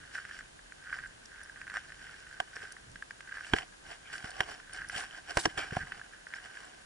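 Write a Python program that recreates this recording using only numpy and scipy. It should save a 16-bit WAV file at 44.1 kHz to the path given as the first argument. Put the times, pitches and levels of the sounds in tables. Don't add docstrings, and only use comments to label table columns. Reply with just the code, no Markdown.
import sys
import numpy as np
from scipy import signal
from scipy.fft import rfft, irfft
from scipy.io import wavfile
from scipy.ndimage import uniform_filter1d

SR = 44100
rng = np.random.default_rng(int(sys.argv[2]) if len(sys.argv) > 2 else 0)


def decibels_to_gain(level_db):
    exponent = np.asarray(level_db, float) / 20
    return 10 ** exponent


def generate_wav(sig):
    pcm = np.round(np.clip(np.atleast_2d(sig).T, -1, 1) * 32767).astype(np.int16)
    wavfile.write(sys.argv[1], SR, pcm)


N = 302085

# start_s [s], peak_db [dB], body_share_db [dB]
THUMP_EVENTS = [(1.769, -74, -5), (2.401, -45.5, -2), (2.563, -56, 7.5), (2.609, -54, -2),
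                (2.63, -56.5, 6.5), (3.527, -40, -17), (3.535, -23, 0.5), (4.243, -40, -19),
                (4.402, -40.5, -3), (4.96, -46, -13), (5.37, -29, 4), (5.455, -34.5, 6.5),
                (5.474, -38.5, -7), (5.577, -44, -6), (5.723, -34.5, -6), (5.7676, -36, -7),
                (5.831, -46, -8)]
# start_s [s], peak_db [dB], pitch_hz [Hz], first_tick_db [dB]
PING_EVENTS = [(0.388, -47.5, 7500, -2), (2.915, -53.5, 8700, -2), (1.073, -47, 7460, -10),
               (1.2553, -44, 5700, -4), (1.433, -43, 9570, -15), (1.431, -45.5, 5560, -15),
               (1.444, -47, 5450, -15), (0.7297, -53, 6770, -15), (1.738, -47, 7650, -15),
               (1.769, -43, 7620, -15), (2.2887, -51, 7730, -15), (4.9492, -42, 7620, -15),
               (6.2851, -51, 5350, -12), (6.349, -45, 5420, -12), (2.56, -37.5, 5440, -19),
               (2.7206, -39, 6070, -8), (2.7212, -38.5, 9500, -12), (4.3048, -42, 9000, -1),
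               (4.733, -36, 9080, -8), (4.8868, -42, 5500, -8), (4.886, -39.5, 9800, -15),
               (5.397, -29, 7640, -25), (5.4551, -18, 5640, -15), (6.6503, -45.5, 7580, -11.5)]
RUB_ROUND = 1.2


def unit(x):
    return x / np.sqrt(np.mean(x ** 2))


def ring(x, hz, width_hz, pan_db, lead, sway=0):
    coupling = 2.37
    widths_hz = width_hz * np.array([1, coupling])
    mode, wall = np.exp((2j * np.pi * hz - np.pi * widths_hz) / SR)
    gain = (1 - abs(mode)) * (1 - abs(wall))
    z = signal.lfilter([gain], [1, -mode - wall, mode * wall], x)
    alike = np.cos(lead / 2) * z.imag
    opposed = (np.sin(lead / 2) + sway) * z.real
    return np.array([decibels_to_gain(pan_db / 2) * (alike + opposed), decibels_to_gain(-pan_db / 2) * (alike - opposed)])


def walk(rate):
    hold = int(SR / rate)
    steps = np.repeat(rng.standard_normal(N // hold + 1), hold)
    return unit(uniform_filter1d(steps, hold)[:N])


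def grains(per_s, spread_db, dense):
    size = decibels_to_gain(spread_db * np.minimum(rng.exponential(size=N), 3.0))
    hits = (rng.random(N) < per_s / SR) * size * rng.standard_normal(N)
    return unit(unit(hits) + dense * rng.standard_normal(N))


def swells(s, db, swell_s, fade_s, rounded=1):
    step = 64
    late = np.arange(0, N + step, step) / SR - np.asarray(s)[:, None]
    rising, falling = -late / np.reshape(swell_s, (-1, 1)), late / np.reshape(fade_s, (-1, 1))
    away = np.where(late < 0, rising, falling)
    level_db = np.maximum(db[:, None] - 10 * away ** rounded, -200)
    power = np.sum(decibels_to_gain(level_db) ** 2, axis=0)
    return np.interp(np.arange(N) / step, np.arange(len(power)), power)


def knocks(s, peak_db, hz, rattle_ms, scatter_db, blow):
    t = np.arange(512)
    rise_ms = 0.7
    fade = np.exp(-1000 * t / (rattle_ms * SR))
    rise = np.tanh(1000 * t / (rise_ms * SR))
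    rattle = rng.standard_normal((len(s), len(t))) * fade * rise
    rattle[:, 0] += blow * np.sqrt(np.sum(rattle ** 2, axis=1))
    at_mode = abs(np.sum(rattle * np.exp(-2j * np.pi * hz * t / SR), axis=1))
    energy = 0.7 * at_mode ** 2 + 0.3 * np.sum(rattle ** 2, axis=1)
    size = decibels_to_gain(peak_db + scatter_db * rng.standard_normal(len(s))) / np.sqrt(energy)
    out = np.zeros(N + len(t))
    np.add.at(out, (s * SR).astype(int)[:, None] + t, size[:, None] * rattle)
    return out[:N]


def part(modes, steady, s, knock_db, rattle_ms, scatter_db, own, spread, blow):
    power = sum(decibels_to_gain(db) ** 2 * np.pi * width / SR / 5 for hz, width, db, *_ in modes)
    chance = rng.standard_normal(N)
    sway = spread * walk(120)
    out = 0
    for hz, width, db, pan_db, lead in modes:
        share = (1 + own * np.roll(chance, rng.integers(N))) / np.hypot(1, own)
        drive = steady * share + knocks(s, knock_db, hz, rattle_ms, scatter_db, blow)
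        out = out + ring(decibels_to_gain(db) * drive, hz, width, pan_db, lead, sway)
    return out / np.sqrt(power)


def contacts():
    # peak_s [s], level_db [dB], swell_s [s], fade_s [s]
    crunch_events = [(0.04, -53, 0.25, 0.12), (0.174, -41, 0.032, 0.057), (0.32, -54.5, 0.27, 0.12),
                     (0.936, -39.5, 0.074, 0.081), (1.05, -48, 0.065, 0.046), (1.41, -53, 0.2, 0.11),
                     (1.57, -48.5, 0.017, 0.1), (1.764, -35.5, 0.029, 0.018), (1.9, -52, 0.31, 0.033),
                     (2.079, -51.5, 0.11, 0.055), (2.37, -52, 0.38, 0.13), (2.566, -43, 0.027, 0.079),
                     (2.644, -47.5, 0.07, 0.062), (2.77, -60, .1, 0.14), (3.378, -42, 0.084, 0.038),
                     (4.139, -41, 0.025, 0.038), (4.256, -44, 0.035, 0.076), (4.41, -50, 0.051, 0.08),
                     (4.755, -49, 0.044, .15), (4.833, -44.5, 0.12, 0.077), (5.005, -43, 0.04, 0.04),
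                     (5.18, -47, 0.078, 0.026), (5.82, -42, 0.098, 0.018), (5.937, -53, 0.14, 0.091),
                     (6.158, -49.5, 0.077, 0.049), (6.356, -46.5, 0.063, 0.16), (6.55, -73, .15, 0.09),
                     (6.739, -74, 0.074, 0.038), (6.85, -63, 0.044, .05)]
    # peak_s [s], level_db [dB], swell_s [s], fade_s [s], pressure_db [dB]
    brush_events = [
        (0.146, -48, 0.0065, 0.04, -10),
        (0.33, -54, 0.26, 0.1, -12),
        (1.764, -49.5, 0.016, 0.081, -6),
        (2.409, -56, 0.016, 0.033, 5.5),
        (2.6, -56, 0.08, 0.12, -2),
        (2.08, -57.5, 0.18, 0.33, -9),
    ]
    # peak_s [s], level_db [dB], swell_s [s], fade_s [s], pressure_db [dB]
    rub_events = [(3.49, -54.5, 0.2, 0.034, -10), (3.553, -41.5, 0.029, 0.056, 0),
                  (3.63, -50.5, 0.076, 0.0085, 3), (3.925, -46, 0.05, 0.034, 2),
                  (4.139, -50, 0.075, 0.059, -3), (4.256, -51, 0.042, 0.051, 2.5),
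                  (4.41, -48, 0.055, 0.097, 5), (4.53, -51, 0.3, .03, -2.5),
                  (4.755, -51.5, 0.055, 0.044, -2), (4.968, -36.5, 0.032, 0.058, -0.5),
                  (5.18, -52, 0.16, 0.026, -0.5), (5.303, -48.5, 0.044, 0.2, -0.5),
                  (5.386, -44.5, 0.026, 0.029, 7.5), (5.46, -52.5, .05, 0.035, 5),
                  (5.582, -39.5, 0.0083, 0.047, 3), (5.64, -46, 0.038, 0.021, 0),
                  (5.43, -51, 0.036, 0.042, -14), (5.781, -45, 0.098, 0.015, 1),
                  (5.937, -53.5, 0.14, 0.1, 2.5), (6.356, -56, 0.041, 0.48, -2),
                  (6.74, -63.5, 0.11, .05, 6.5)]
    # level_db [dB] in cavity, wall, ports, shell
    rest_db = (-63.5, -74, -73.5, -74.5)
    step = swells(*np.transpose(crunch_events), 1.14)
    s, db, swell_s, fade_s, pressure_db = np.transpose(brush_events + rub_events)
    rub = swells(s, db, swell_s, fade_s, RUB_ROUND)
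    pressed = swells(s, db + pressure_db, swell_s, fade_s, RUB_ROUND)
    in_wall = decibels_to_gain(-14) ** 2 * step + rub
    in_ports = decibels_to_gain(-19) ** 2 * step + decibels_to_gain(-5) ** 2 * rub
    in_shell = decibels_to_gain(-21) ** 2 * step + pressed
    powers = [step, in_wall, in_ports, in_shell]
    levels = [np.sqrt(power + decibels_to_gain(rest) ** 2) for power, rest in zip(powers, rest_db)]
    return levels + [decibels_to_gain(3) * np.sqrt(rub)]


def blows():
    # start_s [s],
    # peak_db [dB], hardness_db [dB]
    stone_events = [(0.149, -31.5, -1), (0.182, -28, -7), (0.39, -33.5, 2), (0.8968, -41, 8),
                    (0.9281, -20, -17), (0.946, -33, -6), (0.988, -30, -3), (1.615, -32, 1.5),
                    (1.6785, -32, -5), (1.699, -35.5, 9.5), (1.921, -36, 3), (2.5664, -31, 0),
                    (3.325, -40, -6), (0.188, -30.5, -5), (0.16, -36, -7), (3.354, -38, 0),
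                    (3.3711, -28, -2.5), (3.383, -30.5, -3), (3.4083, -32, -13), (4.1177, -37, -4),
                    (4.818, -29.5, -13), (4.845, -33, -5), (4.8973, -25.5, 2), (5.708, -31, -12),
                    (5.7237, -35, 0), (5.8013, -35, -4), (5.826, -30, -12), (5.9207, -26, -4),
                    (6.3376, -25, 0), (6.5712, -37, 3),
                    (0.038, -42, -1), (0.2514, -33, 3), (0.311, -34.5, -7), (0.4085, -33.5, -8),
                     (0.7219, -36.5, 3.5), (0.84, -46, 9), (0.971, -35, -9), (1.4141, -34, -11),
                     (1.496, -34.5, -10), (1.5595, -38, 0), (2.074, -50, 15), (2.3275, -39, -6),
                     (2.6286, -38, 8), (2.6516, -43, 5), (2.767, -39, -3), (2.9577, -37.5, 7),
                     (3.024, -27, -3.5), (3.108, -32, 5), (3.2068, -34, 7), (3.7249, -45.5, -5),
                     (4.6, -40, 0), (6.014, -35, -6), (6.2684, -34, -15), (6.5042, -46, -4),
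                    (0.116, -40, -3), (0.1535, -30, 2), (0.2911, -38, -3), (0.592, -43, -7),
                   (1.037, -39, -5), (1.359, -41, 3), (1.3793, -42, -3), (1.4066, -40, -5),
                   (1.459, -40, -3), (1.5654, -40, -3), (1.5784, -44, -3), (1.6684, -35.5, -3),
                   (1.7074, -35, -1), (1.7184, -36, -5), (1.7518, -31, -1), (1.76, -24.5, -6),
                   (1.778, -31, -3), (1.903, -37, -3), (2.093, -37, -3), (2.132, -40, -1),
                   (2.1413, -41, -3), (2.192, -46, 0), (2.269, -39, 1), (2.312, -40, -3), (2.5323, -42, -3),
                   (2.56, -36, -6), (2.616, -41, -3), (3.275, -41, 6), (3.292, -40, 2), (3.3417, -36, -3),
                   (3.3922, -31.5, -7), (3.436, -37, -5), (4.088, -43, -3), (4.101, -38, -2),
                   (4.138, -33, -3), (4.2047, -39, -1), (4.2746, -35, -5), (4.516, -38, -5),
                   (4.6956, -41.5, 1), (4.73, -42, -3), (4.746, -37, -3), (4.931, -42, -3),
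                   (4.9447, -34, -3), (4.951, -29, -3), (5.0558, -40, -5), (5.305, -38, -3),
                   (5.5807, -31, -3), (5.6696, -35, -6), (5.79, -35, -3), (5.8162, -34, -7),
                   (5.871, -37.5, -1), (5.9462, -40, -3), (5.9957, -37.5, 2), (6.135, -39.5, -1),
                   (6.3673, -45, -1)]
    # [dB, shares]
    knock_events = [(1.74, -28.5, -14.5, -21, -20), (1.769, -18.5, -21, -30, -35),
                    (2.401, -19.5, -4, -10, -17), (2.4062, -44, -3, -18, -25), (2.5554, -40.5, -8, -25, -5),
                    (3.4459, -38, -20, -10.5, -18), (3.467, -41, -11, -7, -8),
                    (3.5353, -11, -10, -13.5, -23.5), (3.5642, -27, -22, -14, -21),
                    (3.585, -31, -8, -1.5, -8.5), (4.1306, -38.5, -7, -7, -5), (4.18, -42, -24, 0.5, -4),
                    (4.2435, -32.5, -7.5, -12, -16), (4.4052, -15.5, -9, -9, -15.5),
                    (5.3711, -12, -5.5, -16.5, -12), (5.4535, -28, 2, -6, -12), (5.498, -44, -14, -4, -12),
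                    (5.4559, -15.5, -2, -16, -13), (5.577, -33.5, -5, -3.5, -26),
                    (5.7333, -30, -16, -25, -22), (5.7675, -22, -4, -16.5, -20)]
    in_shell_db, in_wall_db, in_ports_db, in_lid_db = -37, -25, -25, -8

    s, db, hard_db = np.transpose(stone_events)
    stones = [s, db, db + in_shell_db, db + in_wall_db + hard_db,
              db + in_ports_db + hard_db, db + in_lid_db + hard_db]

    s, db, _, first_db = np.transpose(PING_EVENTS)
    tick_db = db + first_db
    low_db = tick_db - 4
    bright = [s, low_db, low_db + in_shell_db, low_db + in_wall_db, tick_db, low_db + in_lid_db]

    s, db, *share_db = np.transpose(knock_events)
    lid_db = db - 2.5 + 0.44 * share_db[1]
    hard = [s, db, *(db + share_db), lid_db]
    return np.hstack([stones, hard, bright])


def muffled(x, low_hz, high_hz):
    band = signal.butter(2, [low_hz, high_hz], "band", fs=SR, output="sos")
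    return unit(signal.sosfilt(band, x))


def air_cavity(airborne, s, peak_db):
    # pitch_hz [Hz], width_hz [Hz], level_db [dB], pan_db [dB, left minus right], left_lead [rad]
    cavity_modes = [(1316, 115, -12, 8, -0.86), (1597, 157, 4, -2.5, -0.37), (1747, 203, -2, -0.5, -0.4)]
    return part(cavity_modes, airborne, s, peak_db + 15.5, rattle_ms=1.7, scatter_db=0.77,
                own=0.046, spread=0.14, blow=1.18)


def lid(airborne, s, lid_db):
    # pitch_hz [Hz], width_hz [Hz], level_db [dB], pan_db [dB, left minus right], left_lead [rad]
    lid_modes = [(1900, 314, 2.5, 0, -0.55), (2276, 440, -6.5, 0, 0)]
    return part(lid_modes, decibels_to_gain(-10) * airborne, s, lid_db + 14.5, rattle_ms=0.68, scatter_db=0.2,
                own=0.3, spread=0.15, blow=1.4)


def side_wall(friction, s, wall_db):
    # pitch_hz [Hz], width_hz [Hz], level_db [dB], pan_db [dB, left minus right], left_lead [rad]
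    wall_modes = [(2014, 560, 2, 0.48, 0), (2500, 570, -2, -0.24, 1.5), (2987, 305, 5, 1, 1.79),
                  (3330, 410, -13, -0.84, 4)]
    return part(wall_modes, decibels_to_gain(-1.5) * friction, s, wall_db + 21.5, rattle_ms=2.4, scatter_db=3.0,
                own=1.95, spread=0.25, blow=0.78)


def microphone_ports(friction, s, tick_db):
    # pitch_hz [Hz], width_hz [Hz], level_db [dB], pan_db [dB, left minus right], left_lead [rad]
    port_modes = [(3540, 130, -3, 7.5, 1.5), (4750, 970, 2.5, -4.5, 1.17), (5483, 480, 4.5, 0, 0.13),
                  (6680, 330, -5, -8.5, 2), (7538, 680, -1, 0, 0.92), (8570, 350, -2.5, 0, -1.4),
                  (9720, 2200, -7, 1, 1.35)]
    return part(port_modes, decibels_to_gain(-0.6) * friction, s, tick_db + 18.0, rattle_ms=2.5, scatter_db=0.6,
                own=1.4, spread=0.28, blow=0.23)


def outer_shell(creaking, s, shell_db):
    # pitch_hz [Hz], width_hz [Hz], level_db [dB], pan_db [dB, left minus right], left_lead [rad]
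    shell_modes = [(749, 125, -2, -6, -1.38), (970, 59, -9, -3, -1.57), (1089, 202, -7, -4.5, -1.46)]
    return part(shell_modes, decibels_to_gain(-3.5) * creaking, s, shell_db + 19.5, rattle_ms=2.1, scatter_db=0.3,
                own=1.07, spread=0.5, blow=1.23)


def camera_body(creaking, rumble):
    # pitch_hz [Hz], width_hz [Hz], level_db [dB], pan_db [dB, left minus right], left_lead [rad]
    body_modes = [(331, 44, 0, 1.8, -1.46), (430, 92, 1.4, 0.82, -1.62)]
    s, db, share_db = np.transpose(THUMP_EVENTS)
    return part(body_modes, decibels_to_gain(-10.0) * (creaking + 0.5 * rumble), s + 0.00185, db + share_db + 22.5,
                rattle_ms=3.6, scatter_db=-4.0, own=0.91, spread=0.36, blow=1.6)


def hand_grip(rumble):
    # pitch_hz [Hz], width_hz [Hz], level_db [dB], pan_db [dB, left minus right], left_lead [rad]
    grip_modes = [(116, 123, 2, -1, -0.17), (204, 180, -6, .3, -0.51)]
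    s, db, _ = np.transpose(THUMP_EVENTS)
    return part(grip_modes, decibels_to_gain(-3.5) * rumble, s, db + 21.5, rattle_ms=4.7, scatter_db=1.5,
                own=0.57, spread=0.082, blow=1.65)


def carrying_arm(rumble):
    # pitch_hz [Hz], width_hz [Hz], level_db [dB], pan_db [dB, left minus right], left_lead [rad]
    arm_modes = [(55.5, 71, -1, -1.2, -.2)]
    s, db, _ = np.transpose(THUMP_EVENTS)
    return part(arm_modes, decibels_to_gain(-4.0) * rumble, s, db + 3, rattle_ms=3.1, scatter_db=2.5,
                own=0.57, spread=0.082, blow=2.3)


def spots():
    # start_s [s], peak_db [dB], pitch_hz [Hz], width_hz [Hz]
    spot_events = [(2.401, -34, 4530, 1500), (3.5358, -25, 328, 120), (3.5358, -25, 760, 150),
                   (3.5358, -28, 2350, 400), (3.5852, -35, 2900, 900), (3.5852, -36, 5200, 1500),
                   (4.4058, -26, 2100, 300), (4.406, -33, 2380, 300), (4.4056, -34, 3150, 350),
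                   (4.4055, -34.5, 402, 120), (5.371, -22, 2030, 350), (5.371, -22, 900, 200),
                   (5.371, -30, 8500, 2500), (5.456, -27, 463, 90), (5.456, -26, 613, 150),
                   (5.456, -26, 1790, 250), (5.4565, -33, 987, 90), (5.7677, -28, 150, 90),
                   (5.7675, -26.5, 740, 110), (3.371, -36, 2200, 700), (6.3382, -33, 2100, 600),
                   (1.6785, -36, 1900, 500)]
    blow = np.arange(2048) == 0
    out = np.zeros((2, N))
    for s, db, hz, width in spot_events:
        sound = ring(blow, hz, width, pan_db=-2.0, lead=-0.6)
        start = int(s * SR)
        out[:, start:start + len(blow)] += decibels_to_gain(db) * sound / abs(sound).max()
    return out


def pings(width_hz, rattle_ms, gain_db):
    t = np.arange(1024) / SR
    out = np.zeros((2, N))
    for s, db, hz, _ in PING_EVENTS:
        chatter = rng.standard_normal(len(t)) * np.exp(-1000 * t / rattle_ms)
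        sound = ring(chatter, hz, width_hz, pan_db=3.3 * rng.standard_normal(), lead=rng.standard_normal())
        start = int(s * SR)
        out[:, start:start + len(t)] += decibels_to_gain(db + gain_db) * sound / abs(sound).max()
    return out


def fingernail():
    # peak_s [s], level_db [dB], swell_s [s], fade_s [s]
    scrape_events = [
        (4.06, -56, 0.0091, .06),
        (5.58, -41, 0.005, 0.078),
        (4.96, -52, 0.033, 0.06),
    ]
    # pitch_hz [Hz], width_hz [Hz], level_db [dB], pan_db [dB, left minus right], left_lead [rad]
    nail_modes = [(1400, 220, -2, 0, -0.4), (2320, 300, 0.5, 0, 0.64), (3220, 300, -2.5, 0, 1.4)]
    level = np.sqrt(swells(*np.transpose(scrape_events), rounded=2.7))
    out = 0
    for hz, width, db, pan_db, lead in nail_modes:
        grit = grains(per_s=1200, spread_db=3.5, dense=0.4)
        out = out + decibels_to_gain(db) * ring(grit, hz, width, pan_db, lead)
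    return level * unit(out)


def swish():
    # peak_s [s], level_db [dB], swell_s [s], fade_s [s]
    swish_events = [(0.155, -56, .03, 0.038), (2.62, -60, .06, .05), (3.57, -60, 0.071, 0.046),
                    (3.92, -60, 0.032, .04), (4.16, -55.5, 0.039, .05), (4.26, -60, 0.033, .04),
                    (4.74, -54.5, .02, 0.054), (4.98, -46, 0.047, 0.061), (5.4, -42.5, 0.046, 0.037),
                    (5.44, -43, 0.034, 0.02), (5.78, -63, 0.057, .02), (3.46, -56, 0.032, 0.045)]
    # pitch_hz [Hz], width_hz [Hz], level_db [dB]
    swish_modes = [(5070, 3200, 0), (7650, 740, 0.5), (9140, 1700, -1.5)]
    level = np.sqrt(swells(*np.transpose(swish_events), RUB_ROUND)) * unit(decibels_to_gain(1.8 * walk(60)))
    out = 0
    for hz, width, db in swish_modes:
        cloth = grains(per_s=2300, spread_db=-8.0, dense=0.74)
        out = out + decibels_to_gain(db) * ring(cloth, hz, width, 0, 0, 0.75 * walk(400))
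    return level * unit(out)


def shaking():
    # time_s [s], level_db [dB]
    breeze_curve = [(0.0, -72), (0.519, -63), (0.67, -78), (0.748, -69), (1.064, -59.5), (1.345, -66.5),
                    (2.183, -60), (2.498, -74), (2.748, -60.5), (3.251, -73.5), (3.6, -64), (3.8, -72),
                    (4.256, -58), (4.61, -68.5), (4.947, -55.5), (5.12, -65.5), (5.7, -57), (5.978, -52.5),
                    (6.1, -83)]
    s, db = np.transpose(breeze_curve)
    thump_s, thump_db, _ = np.transpose(THUMP_EVENTS)
    shudder = swells(thump_s, thump_db - 21, swell_s=0.015, fade_s=0.039)
    breeze = decibels_to_gain(np.interp(np.arange(N) / SR, s, db))
    return np.sqrt(breeze ** 2 + shudder)


def coloured(spectrum, level_db):
    hz, db = np.transpose(spectrum)
    f = np.maximum(np.fft.rfftfreq(N, 1 / SR), 1)
    colour = decibels_to_gain(np.interp(np.log(f), np.log(hz), db))
    return decibels_to_gain(level_db) * unit(irfft(rfft(rng.standard_normal(N)) * colour, N))


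def background():
    # pitch_hz [Hz], density_db [dB per Hz]
    mid_spectrum = [(15, -25), (30, 4), (75, -7), (270, -11.5), (880, -15.5), (1350, -15), (1590, -14.5),
                    (2300, -18.5), (3000, -17), (3900, -19.5), (5600, -19), (6300, -20), (10200, -21.5),
                    (11500, -25)]
    # pitch_hz [Hz], density_db [dB per Hz]
    side_spectrum = [(15, -46), (25, -20), (296, -1), (1550, -1.5), (2390, -6.5), (3080, -6.5), (4990, -12),
                     (6960, -16), (10200, -19), (11000, -21), (14300, -53), (22000, -120)]
    mid, side = coloured(mid_spectrum, -59), coloured(side_spectrum, -58)
    whine = unit(ring(rng.standard_normal(N), hz=6740, width_hz=120, pan_db=-8, lead=1.5))
    return np.array([mid + side, mid - side]) + decibels_to_gain(-73) * whine


def scene():
    crunch, scrape, hiss, creak, slide = contacts()
    s, peak_db, shell_db, wall_db, tick_db, lid_db = blows()
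    pebbles = grains(per_s=330, spread_db=2.0, dense=0.72) * unit(decibels_to_gain(1.5 * walk(45)))
    rubbing = grains(per_s=700, spread_db=2.6, dense=1.0) * unit(decibels_to_gain(2.8 * walk(40)))
    steps_in_air = crunch * muffled(pebbles, low_hz=1186, high_hz=2310)
    rubs_in_air = slide * muffled(rubbing, low_hz=1255, high_hz=2380)
    airborne = decibels_to_gain(-14.0) * (steps_in_air + rubs_in_air)
    on_wall = (0.76 * pebbles + 0.81 * rubbing) * scrape
    creaking = rubbing * creak
    rumble = rng.standard_normal(N) * unit(decibels_to_gain(3.8 * walk(13))) * shaking()

    out = air_cavity(airborne, s, peak_db) + lid(airborne, s, lid_db)
    out += side_wall(on_wall, s, wall_db)
    out += microphone_ports(rubbing * hiss, s, tick_db)
    out += outer_shell(creaking, s, shell_db)
    out += camera_body(creaking, rumble) + hand_grip(rumble) + carrying_arm(rumble)
    out += spots() + pings(width_hz=290, rattle_ms=2.3, gain_db=-1.5)
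    out += fingernail() + swish()
    return out + background()


def top_cut(x):
    return signal.sosfilt(signal.butter(12, 12010, fs=SR, output="sos"), x)


def record(dry):
    top = signal.ellip(N=10, rp=0.2, rs=60, Wn=11000, fs=SR, output="sos")
    bass = signal.butter(N=1, Wn=28.6, btype="high", fs=SR, output="sos")
    mix = signal.sosfilt(np.vstack([top, bass]), dry)
    return top_cut(mix)


dry = scene()
out = record(dry)
generate_wav(out)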